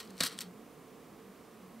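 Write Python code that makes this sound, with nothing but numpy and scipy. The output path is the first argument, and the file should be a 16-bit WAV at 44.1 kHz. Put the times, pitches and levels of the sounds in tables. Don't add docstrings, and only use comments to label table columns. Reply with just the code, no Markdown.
import sys
import numpy as np
from scipy import signal
from scipy.fft import rfft, irfft, next_fast_len
from scipy.io import wavfile

SR = 44100
rng = np.random.default_rng(int(sys.argv[2]) if len(sys.argv) > 2 else 0)


def master_out(mix):
    frames = np.transpose(np.atleast_2d(mix))
    ceiling = np.clip(frames, -1, 1)
    pcm = np.round(ceiling * 32767).astype(np.int16)
    wavfile.write(sys.argv[1], SR, pcm)


def how_loud(loudness_db):
    steps = np.asarray(loudness_db, float) / 20
    return 10 ** steps


N = 79380

# start in seconds, peak level in dB, burst length in seconds,
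# brightness in dB per octave.
CHATTER = [(.0285, -45, .0015, 0), (.049, -50, .003, 2), (.0575, -50, .001, -2), (.075, -48, .0015, 0),
           (.0995, -52, .001, 0), (.1045, -45, .001, 1), (.1074, -49, .001, -1), (.1685, -49, .002, 0),
           (.179, -40, .0015, 0), (.187, -40, .0015, -2), (.196, -41, .003, -2), (.2046, -17, .002, 0),
           (.2068, -17, .0015, 1), (.2082, -16, .0012, -1), (.2115, -25, .002, -4), (.2238, -26, .003, -1),
           (.232, -29, .003, 0), (.2348, -19, .0025, 0), (.2365, -22, .002, 1), (.2405, -25, .0015, -2),
           (.2495, -26, .003, 1), (.262, -30, .003, 0), (.2685, -36, .002, 0), (.275, -30, .003, 0),
           (.2865, -38, .002, -1), (.2965, -43, .002, 1), (.3245, -41, .003, 1), (.3364, -45, .002, -2)]
# start in seconds, peak level in dB, burst length in seconds,
# brightness in dB per octave.
LIFT_KNOCKS = [(.3175, -47, .001, 1), (.3714, -49, .001, 1), (.3778, -40, .0008, 1), (.3814, -46, .001, 2),
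               (.3884, -26, .0012, 1.5), (.399, -45, .002, 3), (.4064, -27, .001, 0),
               (.4107, -30, .0012, 1), (.4150, -32, .001, 1), (.4190, -39, .001, 1), (.4234, -43, .001, 0),
               (.4324, -41, .001, 0)]
CHATTER_RISE, KNOCK_RISE = 0.15, 0.04
# frequency in Hz, width in Hz, level in dB.
TRAY_MODES = [(1340, 404, -7.5), (1925, 215, -4.5), (2290, 340, -7), (3154, 420, -2.5), (3964, 460, 0.5),
              (4476, 550, 1), (5840, 300, -3.5), (6220, 210, -5.5), (7930, 1140, -6), (9030, 450, -3),
              (11540, 3400, -12.5)]
PITCH_SCATTER, MODE_SCATTER_DB = 0.029, 2.5
# time in seconds, strength in dB, brightness from 0 to 1.
ROLLING = [(0, -41, 0.6), (0.02, -53.5, 0.15), (.06, -64, 0.4), (.13, -65.5, 0), (.165, -64.5, 0.3),
           (.202, -52.5, 0.3), (.215, -37.5, 0.2), (.243, -35, 0.35), (0.269, -36, 0.7),
           (0.294, -50.5, 0.02), (.34, -52.5, 0.27), (.362, -60, 0), (.403, -55.5, 0.55), (.418, -44, 0.75),
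           (0.434, -54.5, 0.33), (.48, -66, 0)]
KNOCKS_PER_SECOND, KNOCK_SPREAD_DB = 7000, 2.5
ROLL_TILT_DB = 6.5
# start in seconds, level in dB, contact time in seconds.
TRAY_THUMPS = [
    (.2062, -32, 0.00023),
    (0.2366, -44, 0.00051),
    (.389, -56, .0004),
]
# frequency in Hz, width in Hz, level in dB.
TABLE_MODES = [(83.5, 28, -7.5), (174.5, 10.4, 8), (257, 45, 1.5), (516, 62, 4), (690, 46, 2),
               (905, 80, -9), (1130, 56, 7), (1480, 260, -4)]

# frequency in Hz, left over right in dB.
NEAR_PAN = [(60, 4), (180, -2.5), (550, -1), (1650, 0.0), (4970, 2.5), (15000, 0)]
# frequency in Hz, share that differs between the microphones.
NEAR_WIDTH = [(1000, 0.047), (3000, 0.023), (8000, 0.16), (15000, 0.19)]
NEAR_WET_DB, NEAR_T60 = -24, 0.054

# start in seconds, length in seconds, frequency in Hz, level in dB.
RUMBLE_SWELLS = [(-0.003, 0.13, 218, -55.5), (0.056, 0.14, 189.3, -51.5), (0.219, 0.042, 257, -47),
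                 (0.301, 0.11, 187, -55), (0.31, 0.16, 224, -57), (0.421, .11, 180.7, -48.5),
                 (.53, 0.092, 215, -54.5), (0.595, 0.098, 242, -55), (0.742, 0.099, 160, -62),
                 (1.066, 0.113, 213.4, -58), (1.077, 0.13, 328, -60.5), (1.124, 0.18, 451.8, -61.5),
                 (1.209, 0.15, 195.3, -55), (1.502, 0.12, 220.8, -56.5), (1.572, 0.16, 186, -54),
                 (1.713, 0.11, 225.2, -52)]
SWELL_PEAK, SWELL_DRIFT = 0.56, 0.02085
# frequency in Hz, density in dB per Hz.
AIR_SPECTRUM = [(15, -52), (30, -15.5), (110, -9), (165, 0.5), (330, -1), (500, -7), (750, -9.5),
                (1300, -35.5)]
# frequency in Hz, density in dB per Hz.
HISS_SPECTRUM = [(600, -19), (900, -3.5), (1150, -1.5), (1500, -9), (2090, -9.5), (4050, -17),
                 (16000, -21.5)]
AIR_DB, HISS_DB = -57.5, -61.5
# frequency in Hz, width in Hz, level in dB.
ROOM_HUM = [(446.2, 90, -61.5), (259.4, 10.5, -67.5), (714.6, 46, -75), (1071, 50, -75)]
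# frequency in Hz, likeness from 0 to 1.
ROOM_LIKENESS = [(60, 0.9), (300, 0.95), (1400, .95), (3100, 0.95), (6500, 0.66), (15000, .85)]
# frequency in Hz, left over right in dB.
ROOM_PAN = [(60, -2), (130, 3.5), (290, -4.5), (640, -5.5), (1410, -4), (3100, 0), (6820, 0.0),
            (15000, -0.5)]
# frequency in Hz, gain in dB.
BAND_LIMIT = [(15700, 0), (15850, -30), (16400, -32), (16500, -90)]


def unit(x):
    return x / np.sqrt(np.mean(x ** 2) + 1e-20)


def along(points, hz):
    f, value = np.transpose(points)
    return np.interp(np.log(hz + 1), np.log(f + 1), value)


def filtered(x, response):
    length = x.shape[-1]
    size = next_fast_len(length + 4096)
    hz = np.fft.rfftfreq(size, 1 / SR)
    return irfft(rfft(x, size) * response(hz), size)[..., :length]


def body(modes, tilt_db=0):
    def response(f):
        total = 0
        for k, (center, width, db) in enumerate(modes):
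            resonance = 1j * f * width / (center * center - f * f + 1j * f * width)
            total = total + (-1) ** k * how_loud(db) * resonance
        return how_loud(tilt_db * np.log2((f + 500) / 5000)) * total
    return response


def panned(pair, pan):
    sides = np.array([[1], [-1]])
    return filtered(pair, lambda hz: how_loud(along(pan, hz) / 2 * sides))


def bead_contact(length, rise, tilt_db):
    t = np.arange(2048) / SR
    length = max(length, 2e-4)
    envelope = (1 - np.exp(-t / (rise * length))) * np.exp(-t / length)
    burst = rng.standard_normal(len(t)) * envelope
    scatter = rng.standard_normal((len(TRAY_MODES), 2))
    modes = []
    for (hz, width, db), (a, b) in zip(TRAY_MODES, scatter):
        modes.append((hz * (1 + PITCH_SCATTER * a), width, db + MODE_SCATTER_DB * b))
    sound = filtered(burst, body(modes, tilt_db))
    return sound / abs(sound).max()


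def bead_clicks():
    out = np.zeros(N + SR)
    for rows, rise in ((CHATTER, CHATTER_RISE), (LIFT_KNOCKS, KNOCK_RISE)):
        for start, db, length, tilt_db in rows:
            sound = bead_contact(length, rise, tilt_db)
            out[round(start * SR):][:len(sound)] += how_loud(db) * sound
    return out[:N]


def bead_rolling():
    start, db, brightness = np.transpose(ROLLING)
    t = np.arange(N) / SR
    chance, size, sign = rng.random((3, N))
    sizes = how_loud(-KNOCK_SPREAD_DB * np.log(size + 0.0007))
    knocks = (chance < KNOCKS_PER_SECOND / SR) * sizes * np.sign(sign - 0.5)
    dull = unit(filtered(knocks, body(TRAY_MODES, -ROLL_TILT_DB)))
    bright = unit(filtered(knocks, body(TRAY_MODES, 0.5 * ROLL_TILT_DB)))
    share = np.clip(np.interp(t, start, brightness), 0, 1)
    strength = how_loud(np.interp(t, start, db, right=-120))
    return strength * ((1 - share) * dull + share * bright)


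def tray_thumps():
    out, t = np.zeros(N), np.arange(8192) / SR
    for start, db, contact in TRAY_THUMPS:
        blow = t / contact * np.exp(-t / contact)
        sound = filtered(blow, body(TABLE_MODES))
        out[round(start * SR):][:len(t)] += 2 * how_loud(db) * sound / abs(sound).max()
    return out


def near_sounds():
    near = bead_clicks() + bead_rolling() + tray_thumps()
    t = np.arange(SR // 4) / SR
    tail = rng.standard_normal((2, len(t))) * how_loud(-60 * t / NEAR_T60)
    tail = tail / np.linalg.norm(tail[0])
    wet = signal.fftconvolve(near[None], tail, axes=1)[:, :N]
    apart = filtered(near, lambda hz: 1j * along(NEAR_WIDTH, hz))
    return panned(near + [apart, -apart] + how_loud(NEAR_WET_DB) * wet, NEAR_PAN)


def rumble_swells():
    t, out = np.arange(N) / SR, np.zeros(N)
    for start, length, hz, db in RUMBLE_SWELLS:
        progress = np.clip((t - start) / length, 0, 1) ** (np.log(0.5) / np.log(SWELL_PEAK))
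        drift, phase = rng.standard_normal(2)
        pitch = hz * (1 + SWELL_DRIFT * drift * (progress - 0.5))
        tone = np.sin(2 * np.pi * np.cumsum(pitch) / SR + 3 * phase)
        out += how_loud(db + 3) * np.sin(np.pi * progress) * tone
    return out


def room_noise(response):
    def mid_side(hz):
        angle = np.arccos(np.clip(along(ROOM_LIKENESS, hz), 0, 1)) / 2
        return response(hz) * [np.cos(angle), np.sin(angle)]
    mid, side = filtered(rng.standard_normal((2, N)), mid_side)
    return unit(np.array([mid + side, mid - side]))


def room_tone():
    air = how_loud(AIR_DB) * room_noise(lambda hz: how_loud(along(AIR_SPECTRUM, hz)))
    hum = np.zeros((2, N))
    for center, width, db in ROOM_HUM:
        mode = body([(center, width, 0)])
        hum += how_loud(db) * room_noise(lambda hz: mode(hz) ** 2)
    hiss = how_loud(HISS_DB) * room_noise(lambda hz: how_loud(along(HISS_SPECTRUM, hz)))
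    return panned(air + hum + hiss + rumble_swells(), ROOM_PAN)


def scene():
    return near_sounds() + room_tone()


def band_limit(x):
    return signal.sosfilt(signal.butter(12, 16800, fs=SR, output="sos"), x)


def record(dry):
    mix = filtered(dry, lambda hz: how_loud(along(BAND_LIMIT, hz)))
    return band_limit(mix)


dry = scene()
out = record(dry)
master_out(out)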